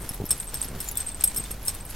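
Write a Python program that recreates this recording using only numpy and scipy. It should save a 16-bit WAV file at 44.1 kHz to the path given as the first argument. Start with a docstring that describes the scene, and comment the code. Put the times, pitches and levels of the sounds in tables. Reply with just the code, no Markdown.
"""Leashed dog bounding through snow

At each bound two metal collar tags and the leash clasp knock together, chatter and ring briefly;
a leash ring and a harness buckle join in. Paws thud and swish in the powder, the running leash
squeaks once, and wind rumbles on the microphone of a hand-held camera just behind the dog."""
import sys
import numpy as np
from scipy import signal
from scipy.fft import rfft, irfft
from scipy.io import wavfile

SR = 44100
rng = np.random.default_rng(int(sys.argv[2]) if len(sys.argv) > 2 else 0)


def dump(signal):
    """Clip the signal to [-1, 1] and save it as 16-bit WAV at the path in sys.argv[1]."""
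    limited = np.clip(np.atleast_2d(signal).T, -1, 1)
    pcm = np.round(limited * 32767).astype(np.int16)
    wavfile.write(sys.argv[1], SR, pcm)


N = 85995

# blows on the bright tag: (time [s], ring level [dB], pitch [Hz], relative tick level [dB])
BRIGHT_TAG_HITS = [(0.2907, -30, 8380, -5), (0.2956, -29, 8410, -1), (0.3066, -14, 8380, -5),
                   (0.314, -16, 8380, 5), (0.3287, -29, 8330, 13), (0.4004, -24, 8410, 3),
                   (0.4707, -34, 8480, 3), (0.4773, -37, 8510, 9), (0.4831, -38, 8470, 10),
                   (0.4927, -37, 8380, 6), (0.5421, -29, 8360, -5), (0.5502, -27, 8380, 1),
                   (0.5577, -32, 8410, 7), (0.5723, -35, 8460, 8), (0.6159, -21, 8330, 11.5),
                   (0.6851, -41, 8530, 15), (0.8036, -27, 8350, -5), (0.8108, -32, 8300, 4),
                   (0.9722, -20, 8370, 4), (0.9812, -24, 8340, -5), (1.0035, -19, 8340, 0),
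                   (1.0644, -28, 8390, -1), (1.0712, -31, 8380, 9), (1.0831, -28, 8410, -5),
                   (1.0904, -34, 8450, 13), (1.1171, -31, 8360, 0), (1.1455, -30, 8340, 3),
                   (1.2094, -29, 8360, 11), (1.2381, -12, 8280, -5), (1.2584, -23, 8390, -5),
                   (1.2746, -15, 8360, -5), (1.3625, -21, 8390, 8), (1.3746, -22, 8400, -1),
                   (1.3963, -21, 8360, -5), (1.438, -30, 8410, 0), (1.5153, -31, 8510, 6),
                   (1.6744, -22, 8240, -2), (1.6824, -23, 8240, 8), (1.692, -27, 8340, 5),
                   (1.8082, -36, 8390, 0), (1.8637, -38, 8380, 1)]
# resonances: (frequency [Hz], level [dB], t60 [s])
BRIGHT_TAG_MODES = [(8330, 0, .062), (8170, -11, .05), (8430, -12, .05), (8680, -19, .04), (9030, -21, .04)]
CLASP_MODES = [(11260, 4, 0.038), (11960, -7, 0.02), (10130, -10, 0.095)]
# stereo balance of the metal: (frequency [Hz], left minus right [dB])
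METAL_PAN = [(3000, 0.5), (8300, 0.5), (10200, 0.5), (11300, -2), (12500, 5), (14500, 0), (16000, -9)]
# stereo width of the metal: (frequency [Hz], left-right coherence [0-1])
METAL_COHERENCE = [(1000, 0.38), (5000, 0.69), (8300, 0.79), (12500, 0.42), (15000, 0.18)]


def amp(db):
    return 10 ** (np.asarray(db) / 20)


def fade(t, t60):
    return amp(-60 * t / t60)


def unit_rms(x):
    return x / np.sqrt(np.mean(x ** 2) + 1e-20)


def event_time():
    return np.arange(6000) / SR


def curve_at(points, hz):
    knots_hz, values = np.transpose(points)
    return np.interp(np.log(hz + 1), np.log(knots_hz + 1), values)


def swell_gain(swells):
    """Bell-shaped swells, summed in power."""
    t = np.arange(N) / SR
    return np.sqrt(sum(amp(db) ** 2 * np.exp(-((t - s) / half_s) ** 2) for s, half_s, db in swells))


def add(mix, start_s, sound):
    part = mix[:, max(round(start_s * SR), 0):][:, :sound.shape[-1]]
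    part += sound[..., :part.shape[1]]


def noise(size):
    return rng.standard_normal((2, size))


def slow_noise(shape, cutoff_hz, order=1):
    return signal.lfilter(*signal.butter(order, cutoff_hz, fs=SR), rng.standard_normal(shape))


def colour(pair, spectrum, metal=False):
    """Gives two independent signals a spectrum and the stereo image of metal or air; rms 1."""
    # stereo width of wind and snow: (frequency [Hz], left-right coherence [0-1])
    air_coherence = [(60, 1), (300, 1), (700, 0.98), (1400, 0.93), (3000, 0.91), (8000, 0.28),
                     (15000, 0.19)]
    # their balance: (frequency [Hz], left minus right [dB])
    air_pan = [(100, -0.4), (9000, -0.5), (13000, 2.5)]
    hz = np.fft.rfftfreq(pair.shape[1], 1 / SR)
    coherence = np.clip(curve_at(METAL_COHERENCE if metal else air_coherence, hz), -1, 1)
    lean = amp(curve_at(METAL_PAN if metal else air_pan, hz) / 2)
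    mid, side = rfft(pair) * np.sqrt([1 + coherence, 1 - coherence])
    stereo = np.array([(mid + side) * lean, (mid - side) / lean])
    return unit_rms(irfft(stereo * amp(curve_at(spectrum, hz)), pair.shape[1]))


def ring(modes):
    """One blow on a small metal part: damped modes that flutter from loose contact."""
    attack_s, detune, flutter_db = .0005, .003, -15
    t, out, sides = event_time(), 0, np.array([[.5], [-.5]])
    for hz, db, t60 in modes:
        offset, skew = rng.standard_normal(2)
        spread_rad = np.arccos(np.clip(curve_at(METAL_COHERENCE, hz), 0, 1))
        start_rad = 2 * np.pi * rng.random() + sides * skew * spread_rad
        phase = 2 * np.pi * hz * (1 + detune * offset) * t + start_rad
        flutter, jitter = amp(flutter_db) * unit_rms(slow_noise((2, len(t)), cutoff_hz=240))
        tone = (1 + flutter) * np.sin(phase) + jitter * np.cos(phase)
        out = out + amp(db + sides * curve_at(METAL_PAN, hz)) * fade(t, t60) * tone
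    return out * np.minimum(t / attack_s, 1)


def chatter(blow, count=3, mean_gap_s=.006, rebound_db=-12):
    """A blow and its ever weaker rebounds."""
    out = blow.copy()
    for k, s in enumerate(np.cumsum(mean_gap_s * (.5 + rng.random(count)))):
        add(out, s, blow * amp(rebound_db) / (k + 1))
    return out


def bright_tag():
    """The tag rings near 8 kHz; each blow also adds a short tick near 8.5 kHz, with weaker rebounds."""
    nominal_hz, tick_hz, tick_rise_s, tick_gain_db = 8330, 8450, .0008, -1
    out, t = np.zeros((2, N)), event_time()
    tick_envelope = (t / tick_rise_s) ** 2 * np.exp(2 - 2 * t / tick_rise_s)
    for s, db, pitch_hz, tick_db in BRIGHT_TAG_HITS:
        tone = ring([(hz * pitch_hz / nominal_hz, mode_db, t60) for hz, mode_db, t60 in BRIGHT_TAG_MODES])
        tick = np.sin(2 * np.pi * (tick_hz * t + rng.random())) * tick_envelope
        add(out, s, amp(db) * (tone + amp(tick_db + tick_gain_db) * chatter(tick[None])))
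    return out


def large_tag(gain_db=2.5):
    """The tag rings in widely spaced modes; the place of the blow weights the first two."""
    # blows: (time [s], relative level [dB], low mode offset [dB], middle mode offset [dB])
    hits = [(0.0913, -33.5, -7.5, 4.5), (0.1436, -31, -26, -15), (0.2618, -31, -16, -11),
            (0.3072, -24, -8, 4), (0.3128, -31, -1, 2), (0.542, -28, -9.5, -20), (0.645, -34, -9, -10),
            (0.8052, -34, -6, 0), (0.9727, -25.5, -17, -10), (0.981, -27, -27, -16),
            (1.2397, -11, -20.5, -5.5), (1.3649, -26, -17, -13), (1.3709, -31.5, -3.5, -7),
            (1.3824, -23, -23, -16), (1.5096, -39, -5, -3), (1.6811, -21.5, -8, -11), (1.851, -39, -20, -1)]
    # resonances: (frequency [Hz], level [dB], t60 [s])
    modes = [(5360, 3, 0.054), (10160, 2.5, .042), (12530, 1, .04), (3520, -28, 0.07), (13280, -19, .045),
             (15600, -24, 0.049)]
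    out = np.zeros((2, N))
    for s, db, low_db, middle_db in hits:
        offsets_db = [low_db, middle_db] + [0] * (len(modes) - 2)
        struck = [(hz, mode_db + offset, t60) for (hz, mode_db, t60), offset in zip(modes, offsets_db)]
        add(out, s, amp(db + gain_db) * ring(struck))
    return out


def leash_hardware():
    """Clasp, leash ring and harness buckle: each rings in its own modes and rebounds."""
    # blows: (time [s], relative level [dB])
    clasp_hits = [(0.0908, -33.5), (0.1425, -39), (0.378, -38), (0.4005, -42), (0.4425, -40), (0.636, -35),
                  (0.6474, -34.5), (0.917, -34.5), (1.276, -34), (1.371, -29), (1.513, -31.5),
                  (1.6282, -41), (1.9002, -36.5)]
    ring_hits = [(0.8627, -35), (0.878, -27.5), (0.8875, -18)]
    buckle_hits = [(.307, -37.5), (.944, -45), (.966, -40), (1.004, -44), (1.111, -46), (1.452, -41.5),
                   (1.765, -47)]
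    # resonances: (frequency [Hz], level [dB], t60 [s])
    ring_modes = [(7170, 4, 0.026), (7300, -9, 0.031)]
    buckle_modes = [(3568, 0, 0.089)]
    parts = (clasp_hits, CLASP_MODES, 1.5), (ring_hits, ring_modes, -5.5), (buckle_hits, buckle_modes, 0)
    out = np.zeros((2, N))
    for hits, modes, gain_db in parts:
        for s, db in hits:
            add(out, s, amp(db + gain_db) * chatter(ring(modes)))
    return out


def touches(count=3, mean_gap_s=.022, gain_db=-20):
    """The bright tag swings on after a blow and brushes the clasp, more weakly each time."""
    out = np.zeros((2, N))
    for s, db, _, _ in BRIGHT_TAG_HITS:
        for k, delay_s in enumerate(np.cumsum(mean_gap_s * (.5 + rng.random(count)))):
            touch = ring(BRIGHT_TAG_MODES) + .5 * rng.random() * ring(CLASP_MODES)
            add(out, s + delay_s, amp(db + gain_db) / (k + 1) * chatter(touch))
    return out


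def clacks(gain_db=-8.5):
    """Hard metal contacts: a broadband snap, then a short, clumpy rattle."""
    # contacts: (time [s], relative level [dB])
    hits = [(0.0906, -28.5), (0.306, -15.5), (0.3124, -17.5), (0.4054, -29.5), (0.5425, -22), (0.626, -23),
            (0.8041, -26.5), (0.8117, -27), (0.8783, -28), (0.9134, -39), (1.0014, -26), (1.2389, -14),
            (1.277, -27), (1.3459, -23), (1.3734, -22.5), (1.5086, -21.5), (1.6813, -19), (1.6935, -22.5)]
    # rattle spectrum: (frequency [Hz], density [dB])
    spectrum = [(1000, 0), (2200, -5), (3600, 0), (6000, -1.5), (9000, 8.5), (11000, 6.5), (14000, 3.5),
                (15800, -5)]
    rattle_t60_s, snap_s, snap_db = .06, .0007, -4
    out, t = np.zeros((2, N)), event_time()
    envelope = fade(t, rattle_t60_s) + amp(snap_db) * np.exp(-t / snap_s)
    for s, db in hits:
        clumps = abs(slow_noise(len(t), cutoff_hz=700))
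        grit = colour(noise(len(t)) * np.sqrt(clumps), spectrum, metal=True)
        add(out, s, amp(db + gain_db) * envelope * grit)
    return out


def clicks():
    """An edge slips over metal: a bright snap and a trace of scraping."""
    # glancing contacts: (time [s], level [dB])
    hits = [(0.2554, -28), (.3066, -27), (.804, -21.5), (.8285, -27), (.8435, -28), (.8873, -21),
            (.8925, -27), (.9135, -21), (.955, -26), (1.2381, -13), (1.362, -25.5)]
    # snap spectrum: (frequency [Hz], density [dB])
    spectrum = [(1000, -10.5), (9000, -5.5), (13000, 8.5), (14800, -4), (16000, 1)]
    snap_s, scrape_db, scrape_t60_s = .0007, -11, .04
    out, t = np.zeros((2, N)), event_time()
    envelope = np.exp(-t / snap_s) + amp(scrape_db) * fade(t, scrape_t60_s)
    for s, db in hits:
        add(out, s, amp(db) * envelope * colour(noise(len(t)), spectrum, metal=True))
    return out


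def rubs(contacts_per_s=900):
    """Tags and clasp slide over each other: runs of tiny, choked contacts."""
    # slides: (centre [s], half width [s], level [dB])
    slides = [(.02, .03, -41.5), (.125, 0.035, -45.5), (.43, 0.041, -46), (.85, .025, -41.5),
              (1.664, .01, -37), (1.753, 0.0083, -35), (1.905, .018, -46.5)]
    # contact spectrum: (frequency [Hz], density [dB])
    spectrum = [(5000, -24), (7600, -12), (8500, 5), (9900, -7), (11400, 1), (15500, -13)]
    contacts = noise(N) * (rng.random(N) < contacts_per_s / SR)
    return swell_gain(slides) * colour(contacts, spectrum, metal=True)


def echo(sound, level_db=-17, t60_s=.12):
    """A short, diffuse tail."""
    t = event_time()
    tail = noise(len(t)) * fade(t, t60_s)
    return amp(level_db) * signal.fftconvolve(sound, tail / np.linalg.norm(tail[0]), axes=1)[:, :N]


def thuds(gain_db=1):
    """Soft bumps of wind, leash and paws: a low, quickly damped push with a dull puff."""
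    # bumps: (time [s], relative level [dB])
    hits = [(0.109, -27), (0.201, -21.5), (0.208, -23.5), (0.218, -20), (0.228, -30.5), (0.239, -22),
            (0.653, -32.5), (0.748, -29.5), (0.762, -28), (1.403, -30.5), (1.507, -28.5), (1.547, -35)]
    # puff spectrum: (frequency [Hz], density [dB])
    spectrum = [(60, -43), (130, -1.5), (450, -1), (800, -14), (1500, -31), (4000, -66)]
    push_hz, rise_s, puff_db, puff_t60_s = 137, .0012, -8.5, .037
    out, t = np.zeros((2, N)), event_time()
    push = np.sin(2 * np.pi * push_hz * t) * t / rise_s * np.exp(1 - t / rise_s)
    for s, db in hits:
        puff = colour(noise(len(t)), spectrum) * fade(t, puff_t60_s) * np.minimum(t / rise_s, 1)
        add(out, s, amp(db + gain_db) * (push + amp(puff_db) * puff))
    return out


def snow(grains_per_s=5000):
    """Powder swishes and gives way in clumps of grains; the landing body pushes out a low puff."""
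    # paw sweeps and landings: (centre [s], half width [s], level [dB])
    sweeps = [(.10,0.071,-46.5), (.35,0.079,-45.5), (.56,0.048,-44.5), (.64,0.059,-45.5), (.85,0.071,-43.5),
              (1.0,0.032,-41.5), (1.09,0.021,-45), (1.213,0.0083,-40), (1.28,0.12,-47), (1.46,0.071,-44.5),
              (1.72,0.077,-45.5), (1.94,0.048,-46)]
    landings = [(.03,0.032,-41), (.33,0.022,-43.5), (.54,0.0071,-41), (.73,0.048,-40), (1.39,0.027,-40.5),
                (1.53,0.018,-45.5)]
    # their spectra: (frequency [Hz], density [dB])
    swish_spectrum = [(200, -48), (700, 3.5), (1800, 3), (3600, 2.5), (6000, 1.5), (9000, 1), (12000, 4),
                      (15500, -8)]
    puff_spectrum = [(50, -2), (130, 3), (350, -1.5), (800, -12.5), (2000, -17), (8000, -59)]
    clumps = unit_rms(slow_noise(N, cutoff_hz=70, order=2)) ** 2
    grains = noise(N) * (rng.random(N) < clumps * grains_per_s / SR)
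    crunch = colour(grains, swish_spectrum)
    swish = colour(noise(N), swish_spectrum)
    puff = colour(noise(N), puff_spectrum)
    return swell_gain(sweeps) * (swish + crunch) + swell_gain(landings) * puff


def leash_squeak(start_s=.762, length_s=.044, top_hz=14500, rise_hz=1100, level_db=-50):
    """The leash runs out quickly: a faint whistle that rises and falls with its speed."""
    speed = np.sin(np.pi * np.arange(0, length_s, 1 / SR) / length_s)
    phase = 2 * np.pi * np.cumsum(top_hz - rise_hz * (1 - speed)) / SR
    out = np.zeros((2, N))
    add(out, start_s, amp(level_db) * np.sqrt(abs(speed)) * np.sin(phase))
    return out


def wind(gain_db=-37, deep_hz=65, steadiness=.7):
    """Wind on the microphone: a deep rumble, its surges partly evened out, and a faint hiss."""
    # wind spectrum: (frequency [Hz], density [dB])
    spectrum = [(15, -4.5), (30, -5.5), (38, -4), (52, -2.5), (62, -12.5), (80, -12), (125, -17.5),
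                (300, -25.5), (900, -30.5), (2000, -37.5), (5000, -45), (15000, -43.5)]
    air = colour(noise(N), spectrum)
    deep = signal.sosfiltfilt(signal.butter(4, deep_hz, fs=SR, output="sos"), air)
    surge = unit_rms(abs(signal.hilbert(deep[0]))) + .2
    return amp(gain_db) * (air - deep + deep / surge ** steadiness)


def scene():
    metal = bright_tag() + large_tag() + leash_hardware() + touches() + clacks() + clicks() + rubs()
    return metal + echo(metal) + thuds() + snow() + leash_squeak() + wind()


def record(dry):
    """The camera's band limit."""
    cutoff_hz = 15950
    lowpass = signal.firwin(255, cutoff_hz, window=("kaiser", 8), fs=SR)
    return signal.oaconvolve(dry, lowpass[None], "same")


dry = scene()
out = record(dry)
dump(out)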